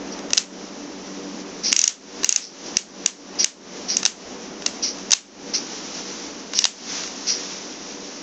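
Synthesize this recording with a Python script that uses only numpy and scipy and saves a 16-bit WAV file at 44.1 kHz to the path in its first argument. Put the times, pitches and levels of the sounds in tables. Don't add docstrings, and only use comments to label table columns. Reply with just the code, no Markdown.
import sys
import numpy as np
from scipy import signal
from scipy.fft import rfft, irfft, next_fast_len
from scipy.io import wavfile
from scipy.ndimage import uniform_filter1d, minimum_filter1d

SR = 44100
rng = np.random.default_rng(int(sys.argv[2]) if len(sys.argv) > 2 else 0)


def digitize_waveform(pressure):
    field = np.atleast_2d(pressure).T
    bounded = np.clip(field, -1, 1)
    quanta = np.round(bounded * 32767).astype(np.int16)
    wavfile.write(sys.argv[1], SR, quanta)


N = 362502

# (frequency [Hz], boost [dB])
RATCHET_COLOUR = [(900, -7), (2300, 2.5), (3900, 0), (5300, -1), (6800, 3)]


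def amp(db):
    return 10 ** (np.asarray(db) / 20)


def unit(x):
    return x / np.sqrt(np.mean(x ** 2) + 1e-20)


def add(mix, start_s, sound):
    part = mix[max(round(start_s * SR), 0):][:len(sound)]
    part += sound[:len(part)]


def shaped(x, spectrum):
    size = next_fast_len(len(x), True)
    hz, db = np.transpose(spectrum)
    bin_hz = np.fft.rfftfreq(size, 1 / SR)
    gain = amp(np.interp(np.log(bin_hz + 1), np.log(hz + 1), db))
    return unit(irfft(rfft(x, size) * gain, size)[:len(x)])


def wander(count):
    return np.interp(np.arange(N), np.linspace(0, N, count), rng.standard_normal(count))


def loudness(x):
    return np.sqrt(abs(uniform_filter1d(x ** 2, size=66)) + 1e-14)


def ring(push, hz, t60):
    decay = np.exp(-np.log(1000) / (t60 * SR))
    feedback = [1, -2 * decay * np.cos(2 * np.pi * hz / SR), decay ** 2]
    return signal.lfilter([1, 0, -1], feedback, push)


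def far_engine(pitch_waver=0.005, throb_db=3.5, eases_off_s=(1.2, 1.9)):
    # (frequency [Hz], level [dB])
    rumble = [(20, -26), (80, -19), (112, -38), (140, -17.5), (180, -6.5), (260, -2), (380, -5),
              (550, -10.5), (900, -13.5), (1500, -19.5), (3000, -23.5), (6000, -44)]
    # (frequency [Hz], level against the rumble [dB], change while working hard [dB])
    tones = [(192.8, -13, 4.5), (288.5, -14.5, 7), (385.4, -16.5, 2), (482.4, -13, -2), (580, -16.5, 0)]
    # (time [s], level [dB])
    fade = [(0.25, -33.5), (0.65, -37.5), (2.2, -35), (3.3, -35.5), (4.4, -36), (5.7, -36.5), (7.3, -38.5),
            (8.15, -38.5)]
    t = np.arange(N) / SR
    wavering_time = np.cumsum(1 + pitch_waver * wander(count=50)) / SR
    drone = shaped(rng.standard_normal(N), rumble)
    effort = np.interp(t, eases_off_s, [1, 0])
    for hz, db, effort_db in tones:
        tone_db = db + effort_db * effort + throb_db * wander(count=40)
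        phase = 2 * np.pi * (hz * wavering_time + rng.random())
        drone += amp(tone_db) * np.sqrt(2) * np.sin(phase)
    return amp(np.interp(t, *np.transpose(fade))) * unit(drone)


def leaves(flutter_db=1.1):
    # (frequency [Hz], level [dB])
    spectrum = [(200, -23), (700, -9), (1500, -9.5), (3000, -8.5), (4500, -6), (5200, -2.5), (5850, 1),
                (6500, -4), (7200, -9.5), (7550, -24), (7900, -54.5), (9000, -52.5)]
    # (time [s], level [dB])
    breeze = [(0.55, -42.5), (1.57, -41.3), (2.17, -37), (3.0, -38), (3.45, -41.5), (3.8, -38),
              (4.55, -41.5), (4.78, -39.5), (5.48, -40.5), (5.7, -35.5), (6.08, -33), (6.25, -36.5),
              (6.47, -41), (6.95, -29.5), (7.18, -35.5), (7.45, -32.5), (7.8, -39.3), (8.15, -38)]
    breeze_db = np.interp(np.arange(N) / SR, *np.transpose(breeze))
    flutter = amp(flutter_db * wander(count=200))
    return amp(breeze_db) * flutter * shaped(rng.standard_normal(N), spectrum)


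def insect(teeth_per_s=3000, swell_share=0.35, uneven_db=1.0, wing_db=-7, trim_db=-1.0):
    # (time [s], level [dB], length [s])
    chirps = [(0.116, -35, 0.028), (1.632, -20, 0.09), (2.408, -21, 0.066), (2.646, -38.5, 0.06),
              (3.384, -19.5, 0.066), (3.88, -21.5, 0.074), (4.821, -20.5, 0.069), (5.534, -19, 0.048),
              (6.54, -21.5, 0.099), (7.266, -18, 0.068)]
    # (frequency [Hz], level [dB])
    rasp = [(600, -54), (1500, -26), (2200, -18.5), (3700, -19), (4400, -8), (5400, -1.5), (6000, -4),
            (6500, -14.5), (7200, -29.5), (8000, -51)]
    out = np.zeros(N)
    t = np.arange(SR // 4) / SR
    for start_s, db, length_s in chirps:
        age = t / (swell_share * length_s)
        swell = age * np.exp(1 - age)
        strikes = (rng.random(len(t)) < teeth_per_s / SR) * rng.choice([-1, 1], len(t))
        teeth = strikes * amp(uneven_db * rng.standard_normal(len(t)))
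        wing = amp(wing_db) * unit(ring(teeth, hz=5740, t60=0.11))
        add(out, start_s, amp(db + trim_db) * swell * (shaped(teeth, rasp) + wing))
    return out


def porch(x, tail_db=-13, t60=0.22, build_s=0.017):
    # (frequency [Hz], level [dB])
    spectrum = [(100, -35), (400, -17.5), (1000, -13), (2000, -8.5), (3300, -6.5), (3800, -6), (4800, -5.5),
                (6000, -1), (6900, -2), (7500, -4.5), (9000, -15)]
    t = np.arange(SR // 2) / SR
    decay = (np.minimum(t / build_s, 1) * np.exp(-np.log(1000) * t / t60)) ** 2
    energy = abs(signal.oaconvolve(x ** 2, decay / decay.sum())[:N])
    out = x + amp(tail_db) * np.sqrt(energy) * shaped(rng.standard_normal(N), spectrum)
    add(out, 0.0028, amp(-16) * x)
    add(out, 0.014, amp(-21) * x)
    return out


def hand_jolt(start_s=2.768, db=-26, rise_s=0.0015):
    age = np.maximum(np.arange(N) / SR - start_s, 0) / rise_s
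    return -amp(db) * age * np.exp(1 - age)


def steel_ring(push, colour, heft_db=0, tilt_db=0, heft_hz=1870, pivot_hz=5300, detune=0.021):
    # (frequency [Hz], level [dB], ring time [s])
    tones = [(835, -27.5, 0.0048), (1390, -20, 0.0076), (1820, -15.5, 0.004), (2540, -12.5, 0.0056),
             (2750, -10.5, 0.015), (3870, -10, 0.0072), (4460, -8, 0.0055), (4935, -3.5, 0.0061),
             (5440, -3, 0.013), (5833, 1.5, 0.0097), (6346, 3.5, 0.0095), (6697, 1, 0.0048),
             (7400, -27, 0.0093)]
    sound = np.zeros(len(push))
    for k, (hz, db, t60) in enumerate(tones):
        db += np.interp(hz, *np.transpose(colour))
        db += heft_db / (1 + (hz / heft_hz) ** 4)
        db += tilt_db * np.log2(hz / pivot_hz)
        gripped_hz = hz * (1 + detune * rng.standard_normal())
        direction = (-1) ** k
        sound += direction * amp(db) * unit(ring(push, gripped_hz, t60))
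    return sound


def click(db, colour, contact_s, heft_db=0, tilt_db=0, chatter=0.46, crack_db=-11):
    age = np.arange(1024) / SR / contact_s
    push = chatter * age * np.exp(1 - age) * rng.standard_normal(len(age))
    push[0] += 1
    crack = amp(crack_db) * unit(signal.lfilter([1, 0, -1], 1, push))
    sound = crack + steel_ring(push, colour, heft_db, tilt_db)
    return amp(db) * sound / loudness(sound).max()


def finger_taps():
    # (time [s], level [dB])
    taps = [(0.189, -30.5), (0.3038, -25.5), (2.2319, -20), (4.0292, -18), (4.6202, -29.5), (4.984, -31),
            (6.534, -21), (6.62, -20), (7.035, -25), (7.074, -30)]
    # (frequency [Hz], boost [dB])
    colour = [(900, 17.5), (2300, 5), (3900, 5), (5300, -2.5), (6800, -9.5)]
    out = np.zeros(N)
    for start_s, db in taps:
        add(out, start_s, click(db, colour, contact_s=0.0012))
    return out


def scrape(length_s, db=-20.5, slips_per_s=1500, uneven_db=4):
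    count = round(length_s * SR)
    slips = (rng.random(count) < slips_per_s / SR) * amp(uneven_db * rng.standard_normal(count))
    return amp(db) * unit(steel_ring(slips, RATCHET_COLOUR))


def ratchet(spin_gap_s=0.06):
    # (time [s], level [dB])
    ticks = [(1.7635, 3), (1.791, 4.5), (1.8149, 0.5), (1.8397, 7), (1.877, 8), (2.2914, 9), (2.325, 5.5),
             (2.3606, 8)]
    out = np.zeros(N)
    for start_s, db in ticks:
        add(out, start_s, click(db, RATCHET_COLOUR, contact_s=0.00047))
    for (start_s, _), (next_s, _) in zip(ticks, ticks[1:]):
        if next_s - start_s < spin_gap_s:
            add(out, start_s, scrape(next_s - start_s))
    return out


def latches(contact_s=0.00029):
    # (time [s], level [dB], heft [dB],
    # tilt [dB per octave])
    snaps = [(0.3328, -0.5, -0.5, -4.5), (0.3717, -8, 0, -1), (1.7186, -15, 5, 1), (1.7272, 3.5, 7.5, -1),
             (2.2446, 4, 1, -2), (2.7691, 5.5, -13, -1.5), (3.0607, 6, -6, -1), (3.444, 7.5, 2, 1.5),
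             (3.9681, -6, -11, 1), (5.107, -14, 2, 0)]
    # (frequency [Hz], boost [dB])
    colour = [(900, -1), (2300, 5.5), (3900, -0.5), (5300, 0), (6800, 0.5)]
    out = np.zeros(N)
    for start_s, db, heft_db, tilt_db in snaps:
        add(out, start_s, click(db, colour, contact_s, heft_db, tilt_db))
    return out


def knocks():
    # (time [s], level [dB], heft [dB], tilt [dB per octave], contact time [s])
    blows = [(0.3764, 1, -12, -3, 0.00061), (0.3798, -3, -7, -1, .001), (4.0522, 2, 0, 0.5, 0.00032),
             (4.0601, 1, 5, -0.5, 0.00048), (4.6612, -10.5, -9.5, -4.5, 0.0012),
             (5.1177, 2.5, 9, 6, 0.00089), (5.1246, -4.5, -2, -3, 0.002), (5.132, 8, -0.5, 0, 0.0011),
             (6.589, -2.5, -13.5, -2, 0.00046), (6.6417, 3.5, -15, -4.5, 0.00035),
             (6.6528, 3.5, -9.5, -7, 0.00026)]
    # (frequency [Hz], boost [dB])
    colour = [(900, 8.5), (2300, 1.5), (3900, 7), (5300, 2), (6800, -4.5)]
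    out = np.zeros(N)
    for start_s, db, heft_db, tilt_db, contact_s in blows:
        add(out, start_s, click(db, colour, contact_s, heft_db, tilt_db))
    return out


def scene():
    revolver = ratchet() + latches() + knocks() + finger_taps()
    return (porch(revolver) + hand_jolt() + insect() + far_engine() + leaves())[None]


def limiter(x, ceiling_db=-6.5, hold_s=0.097, recover_db_per_s=62, attack_s=0.00012):
    over_db = np.maximum(20 * np.log10(loudness(x)) - ceiling_db, 0)
    span = 2 * int(hold_s * SR / 2) + 1
    held_db = -minimum_filter1d(-over_db, span, origin=span // 2)
    climb_db = np.arange(N) / SR * recover_db_per_s
    cut_db = np.maximum.accumulate(held_db + climb_db) - climb_db
    lag = np.exp(-1 / (attack_s * SR))
    smooth_cut_db = signal.lfilter([1 - lag], [1, -lag], cut_db)
    return x / amp(smooth_cut_db)


def record(dry, roll_off_hz=7500, max_peak=0.89, cut_hz=8500):
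    dull = signal.sosfilt(signal.butter(8, roll_off_hz, fs=SR, output="sos"), dry[0])
    limited = limiter(dull)
    rounded = limited / (1 + (limited / max_peak) ** 12) ** (1 / 12)
    treble_cut = signal.firwin(101, cut_hz, window=("kaiser", 8), fs=SR)
    return signal.oaconvolve(rounded, treble_cut, "same")[None]


dry = scene()
out = record(dry)
digitize_waveform(out)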